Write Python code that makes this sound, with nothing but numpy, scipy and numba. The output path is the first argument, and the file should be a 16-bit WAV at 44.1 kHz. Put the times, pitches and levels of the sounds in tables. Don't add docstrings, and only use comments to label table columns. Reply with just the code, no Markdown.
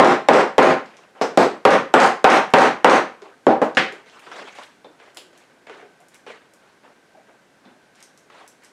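import sys
import numpy as np
from scipy import signal
from scipy.io import wavfile
from scipy.ndimage import uniform_filter1d
from numba import njit

SR = 44100
rng = np.random.default_rng(int(sys.argv[2]) if len(sys.argv) > 2 else 0)


def int16_out(signal):
    q = np.round(np.clip(np.atleast_2d(signal).T, -1, 1) * 32767)
    wavfile.write(sys.argv[1], SR, q.astype(np.int16))


def ratio_of_db(decibels):
    return 10 ** (np.asarray(decibels, float) / 20)


N = 384552


# start in seconds, strength in dB before the limiter,
# contact stiffness as a factor on the crack's pitch, extra level of the wood's ring in dB.
FULL_SWINGS = [(-.008, 17, 0.95, 5.5), (0.286, 17.5, 0.89, 1.7), (0.5811, 16.5, 1, 7),
               (1.6516, 11, 1.15, 7.5), (1.9393, 19, 0.95, 0.5), (2.2428, 20, 1.04, -0.5),
               (2.5369, 18.5, 1.025, 2.8), (2.8448, 19, 0.96, 2)]
LANDING_DELAYS = [.055, .049, .047, .055, .063, .059, .049, .053]


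def mallet_swings(mix):
    for (start_s, strength_db, stiffness, ring_db), landing_s in zip(FULL_SWINGS, LANDING_DELAYS):
        add(mix, start_s, blow(strength_db, stiffness, -2, ring_db, -35))
        add(mix, start_s + landing_s, tick(strength_db - 15, 4200))
        add(mix, start_s + landing_s * 1.48, tick(strength_db - 28.5, 6500))


# start in seconds, strength in dB before the limiter, stiffness as a factor on the crack's pitch,
# treble tilt in dB per octave, extra level of the wood's ring in dB, relative level of the metal rattle in dB.
LIGHT_BUMPS = [(1.213, -7, 0.56, 4, -15.5, -22), (1.3742, 6, 0.54, 3.2, -10.5, -18),
               (3.4672, -4, 0.61, -4.5, 8, -30), (3.6162, -11.5, 0.73, -2, 7.5, -31),
               (3.7702, 0, 2.22, -5.5, 1, -28.5)]


def mallet_bumps(mix):
    for start_s, *settings in LIGHT_BUMPS:
        add(mix, start_s, blow(*settings))


# frequency in Hz, relative level in dB.
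CRACK_COLOUR = [(60, -48), (110, -9), (170, -8), (400, -1), (800, 5.5), (1500, -2), (2500, -10.5),
                (4000, -21), (6000, -29), (9000, -32.5), (12000, -44), (16000, -53)]
# frequency in Hz, relative level in dB, time to fall by 60 dB in seconds.
THUD_MODES = [(808, -4, 0.04), (570, -6.5, 0.035), (1221, -19, 0.034)]
# frequency in Hz, relative level in dB, time to fall by 60 dB in seconds.
TABLE_MODES = [(193, -24, 0.06), (278.2, -1, 0.077), (318, -6, 0.21), (363, -3.5, 0.22),
               (431.4, 1.5, 0.094), (458, -10.5, 0.3), (533, 6, 0.051), (571, -0.5, 0.075),
               (641.6, 4.5, 0.09), (685, 0, 0.019), (779, 4.5, 0.11), (932, -8.5, 0.26), (1050, -7.5, 0.16),
               (1345, -21, 0.12), (1436, -14.5, 0.027)]


def blow(strength_db, stiffness, tilt_db, ring_db, rattle_db):
    t = np.arange(int(.8 * SR)) / SR

    def crack_db(hz):
        return read(CRACK_COLOUR, hz / stiffness) + tilt_db * np.log2(hz / 800 + 1)

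    crack = pulse(crack_db, len(t))
    thud = ratio_of_db(-17.0) * ring(THUD_MODES, t, spread_db=-5.0)
    table = ratio_of_db(-29.5) * ring(TABLE_MODES, t, spread_db=2.5)
    impact = crack + ratio_of_db(ring_db) * (thud + table)
    late_impact = np.pad(impact, (30, 0))[:len(t)]
    metal = ratio_of_db(rattle_db) * rattle(t)
    return ratio_of_db(strength_db) * (in_room(late_impact, wet_db=9.5) + in_room(metal, wet_db=9.5))


# frequency in Hz, relative level in dB, time to fall by 60 dB in seconds.
RIVET_MODES = [(4400, -4.5, .02), (4910, 5.5, 0.024), (6220, -4, 0.054), (8030, 0, 0.13),
               (8200, -12.5, 0.043)]


def rattle(t):
    draw = rng.random(len(t))
    size = rng.exponential(1, len(t))
    landing_level = ratio_of_db(1.9 * np.minimum(size, 4) - 60 * t / 0.16)
    landings = (draw < 120 / SR) * landing_level * (t > .04)
    landings[0] = ratio_of_db(2.0)
    click = pulse(lambda hz: -7.0 * np.log2(hz / 4500 + 1e-3) ** 2, 6000)
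    rivet_ring = ratio_of_db(-31) * ring(RIVET_MODES, t[:6000], spread_db=1.0)
    return signal.fftconvolve(landings, click + rivet_ring)[:len(t)]


# start in seconds, relative level in dB, pitch in Hz, level of the snap against the body in dB.
LIGHT_KNOCKS = [(3.221, -24, 394, 1), (3.925, -23.5, 430, 7), (4.268, -30.5, 410, 10),
                (4.424, -25, 405, -9), (4.587, -33, 957, 16.5), (4.845, -33, 318, 4),
                (5.001, -35.5, 447, 12.5), (5.172, -31, 600, 6.5), (5.671, -43, 780, 23),
                (5.5, -41.5, 380, 6), (5.697, -22.5, 418, 7), (5.8, -30, 740, 3), (5.826, -28, 434, -4),
                (6.002, -36, 727, 0), (6.275, -24.5, 440, 0), (6.535, -49.5, 600, 14),
                (6.843, -49, 856, 13), (7.149, -31.5, 760, -11), (7.172, -34, 620, -3),
                (7.29, -41.5, 620, -1), (7.658, -32, 228, -10)]


def knocks(mix):
    for start_s, *settings in LIGHT_KNOCKS:
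        add(mix, start_s, knock(*settings))


# frequency in Hz, relative level in dB.
CARD_COLOUR = [(100, -39.5), (250, -7), (500, 2.5), (1000, -0.5), (2000, -4.5), (3200, -11), (5000, -22),
               (8000, -28), (12000, -42.5), (16000, -48.5)]


def knock(level_db, hz, snap_db):
    t = np.arange(int(.4 * SR)) / SR
    t60 = 0.055 * (400 / hz) ** 0.74
    modes = [(hz, 0, t60), (1.0 * hz, -5, 0.67 * t60), (0.634 * hz, -14, t60), (3.7 * hz, -8, 0.36 * t60)]
    soft_onset = 1 - np.exp(-t / 0.0014)
    body = ring(modes, t, spread_db=2.5) * soft_onset
    snap = pulse(lambda f: read(CARD_COLOUR, f), len(t))
    return ratio_of_db(level_db - 9.5) * in_room(body + ratio_of_db(snap_db) * snap, wet_db=2.0)


# start in seconds, length before the fade in seconds, relative level in dB,
# brightness as treble tilt in dB per octave.
SLIDING_STROKES = [(.85, 0.19, -51, 0.3), (1.15, 0.18, -47, -2), (3.1, .1, -52, -3.5),
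                   (3.215, 0.054, -45.5, -3), (3.9, 0.09, -50.5, 0), (4.06, 0.22, -50, 4),
                   (4.265, .03, -44, 2), (4.315, .09, -37.5, 2.3), (4.45, 0.077, -46.5, 4),
                   (4.55, 0.057, -41, 4.5), (4.847, 0.02, -47, -9.5), (4.99, 0.092, -51.5, 1.5),
                   (5.165, .02, -50.5, -1), (5.33, .1, -56.5, 4), (5.668, 0.11, -47, 1.4),
                   (5.8, 0.032, -50.5, -2.5), (5.995, .02, -59, -3), (6.12, 0.035, -57, 5.5),
                   (6.265, 0.037, -39.5, 1.7), (6.6, 0.12, -60.5, 2.5), (6.835, 0.026, -50, -0.4),
                   (7.27, 0.04, -55.5, -4), (7.64, 0.061, -53.5, -3.5), (7.95, 0.082, -56.5, 4.5),
                   (8.3, 0.12, -48.5, 2.5), (8.62, 0.025, -54.5, 5)]


def sliding(mix):
    for start_s, *settings in SLIDING_STROKES:
        add(mix, start_s, stroke(*settings))


def stroke(length_s, level_db, tilt_db):
    t = np.arange(int((length_s + .4) * SR)) / SR

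    def colour_db(hz, s):
        grains = rng.standard_normal((len(s), len(hz)))
        patches = uniform_filter1d(uniform_filter1d(grains, size=14, axis=0), size=4, axis=1)
        tilt = tilt_db * np.log2(hz / 1500 + 1 / 4)
        return read(CARD_COLOUR, hz) + tilt + 3 * evened(patches).T

    clumps = evened(uniform_filter1d(rng.standard_normal(len(t)), size=600))
    swell_db = -2 * np.maximum(1 - t / (0.47 * length_s), 0)
    fade_db = -146.5 * np.maximum(t - length_s, 0)
    return evened(noise(len(t), colour_db)) * ratio_of_db(level_db + swell_db + fade_db + 1.5 * clumps)


# start in seconds, relative level in dB, pitch in Hz.
DRY_TICKS = [(.860, -35, 3784), (0.969, -33, 4560), (2.060, -14.5, 6150), (2.504, -34, 7000),
             (2.620, -8.5, 5100), (3.220, -34, 4050), (3.618, -24, 6130), (3.652, -32.5, 7000),
             (3.750, -24.5, 3970), (3.924, -30, 6000), (4.098, -35, 3620), (4.195, -33.5, 9000),
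             (4.635, -31, 7450), (5.147, -32, 7970), (5.171, -18.5, 7650), (5.377, -33, 7870),
             (6.004, -37.5, 8960), (6.085, -34.5, 8470), (6.145, -28.5, 7750), (6.537, -33.5, 8100),
             (7.956, -39, 6000), (8.005, -33.5, 6840), (8.027, -24, 6500), (8.176, -32, 6660),
             (8.478, -25.5, 8000), (8.637, -35, 8900), (8.647, -29.5, 6500)]
# start in seconds, relative level in dB, pitch in Hz, level of the ring against the click in dB.
RINGING_CLINKS = [(1.221, -14.5, 5330, -12), (1.946, 1.5, 7780, -11), (3.772, -39, 7400, -14),
                  (4.846, -47, 3580, 2), (5.172, -23, 3400, -17), (7.654, -47, 3580, 0)]


def ticks_and_clinks(mix):
    for start_s, *settings in DRY_TICKS:
        add(mix, start_s, tick(*settings))
    for start_s, *settings in RINGING_CLINKS:
        add(mix, start_s, tick(*settings, fall_db=32.5))


def tick(level_db, hz, ring_db=-23.5, fall_db=10.0):
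    t = np.arange(int(.3 * SR)) / SR
    click = pulse(lambda f: -fall_db * np.log2(f / hz + 1e-3) ** 2, len(t))
    bounce_s = rng.uniform(.0003, 0.00058)
    click = click + 0.34 * np.roll(click, round(bounce_s * SR))
    clink = ring([(hz, 0, .03), (1.09 * hz, -8, .012), (.9 * hz, -8, .012)], t, spread_db=2)
    return ratio_of_db(level_db - 2.0) * in_room(click + ratio_of_db(ring_db) * clink, wet_db=2.0)


# frequency in Hz, relative level in dB.
AIR_COLOUR = [(20, -25.5), (60, -15), (100, -17.5), (160, -6), (220, 2.5), (400, 1.5), (700, 0),
              (1200, -5.5), (2000, -6), (3000, -12), (5000, -15.5), (8000, -18), (12000, -20.5),
              (16000, -25)]
# frequency in Hz, width in Hz, level in dB.
APPLIANCE_DRONE = [(114.2, 72, -61.5), (1542, 76, -65)]
# time in seconds, level in dB.
CUP_HUM = [(5.05, -76), (5.2, -57), (5.5, -64), (5.65, -64.5)]


def room_tone():
    air = ratio_of_db(-57.5) * evened(noise(N, lambda hz, s: read(AIR_COLOUR, hz) + 0 * s, size=2048))
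    drone = sum(ratio_of_db(db) * whistle(hz, width_hz) for hz, width_hz, db in APPLIANCE_DRONE)
    s, db = np.transpose(CUP_HUM)
    cup_db = np.interp(np.arange(N) / SR, s, db, -120, -120)
    return air + drone + ratio_of_db(cup_db) * whistle(360, width_hz=12)


def whistle(hz, width_hz):
    b, a = signal.iirpeak(hz, hz / width_hz, SR)
    return evened(signal.lfilter(b, a, rng.standard_normal(N)))


# frequency in Hz, time to fall by 60 dB in seconds.
ROOM_DECAY = [(60, 0.39), (200, 0.29), (700, 0.29), (2000, 0.34), (6000, 0.3), (14000, 0.23)]


def in_room(x, wet_db):
    t = np.arange(len(x)) / SR
    tail = noise(len(x), lambda hz, s: -60 * s / read(ROOM_DECAY, hz))
    onset = 1 - np.exp(-t / 0.00066)
    early_boost = 1 + 0.34 * np.exp(-t / 0.0023)
    tail = tail * onset * early_boost
    return x + ratio_of_db(wet_db) * signal.fftconvolve(x, tail / np.linalg.norm(tail))[:len(x)]


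def ring(modes, t, spread_db):
    total = 0
    for hz, db, t60 in modes:
        level_luck, pitch_luck = rng.standard_normal(2)
        envelope = ratio_of_db(db + spread_db * level_luck - 60 * t / t60)
        total = total + envelope * np.sin(2 * np.pi * hz * (1 + 0.00083 * pitch_luck) * t)
    return total


def pulse(shape_db, length):
    hz = abs(np.fft.fftfreq(4096, 1 / SR))
    log_gain = np.log(ratio_of_db(np.maximum(shape_db(hz), -100)))
    wave = np.fft.ifft(np.exp(np.conj(signal.hilbert(log_gain)))).real[:2048]
    return np.pad(wave / abs(wave).max(), (0, length - 2048))


def noise(length, shape_db, size=256):
    hop = size // 4
    frames = length // hop + 8
    hz = np.fft.rfftfreq(size, 1 / SR)[:, None]
    a, b = rng.standard_normal((frames, len(hz), 2)).T
    spectra = (a + 1j * b) * ratio_of_db(shape_db(hz, np.arange(frames) * hop / SR))
    return signal.istft(spectra, nperseg=size, noverlap=size - hop)[1][:length]


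def evened(x):
    return x / np.sqrt(np.mean(x ** 2) + 1e-20)


def read(points, hz):
    f, value = np.transpose(points)
    return np.interp(np.log(hz + 1), np.log(f + 1), value)


def add(mix, s, sound):
    at = round(s * SR)
    part = mix[max(at, 0):][:len(sound) + min(at, 0)]
    part += sound[max(-at, 0):][:len(part)]


def scene():
    mix = room_tone()
    for source in (mallet_swings, mallet_bumps, knocks, sliding, ticks_and_clinks):
        source(mix)
    return mix[None]


@njit
def follow(size, ceiling, rise, fall):
    out, level = np.empty_like(size), ceiling
    for i in range(len(size)):
        level = level + rise * (size[i] - level) if size[i] > level else max(level * fall, ceiling)
        out[i] = level
    return out


def amplifier_noise():
    colour = noise(N, lambda hz, s: -5.0 * np.log2(hz / 105 + 1 / 16) ** 2 + 0 * s, size=2048)
    return ratio_of_db(-80) * evened(colour)


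def band_limit(x):
    return signal.sosfilt(signal.butter(12, 16000, fs=SR, output="sos"), x)


def record(dry):
    ceiling, attack_s, release_db_per_s = ratio_of_db(-6.5), .003, 280
    level = follow(abs(dry[0]), ceiling, 1 / (attack_s * SR), ratio_of_db(-release_db_per_s / SR))
    held = dry * ceiling / level
    clipped = held / (1 + held ** 6) ** (1 / 6)
    rumble_cut = signal.butter(3, 184.5, "high", fs=SR, output="sos")
    treble_cut = signal.butter(2, 9500, fs=SR, output="sos")
    filtered = signal.sosfilt(treble_cut, signal.sosfilt(rumble_cut, clipped))
    finished = np.clip(filtered + amplifier_noise(), -1, 1)
    return band_limit(finished)


dry = scene()
out = record(dry)
int16_out(out)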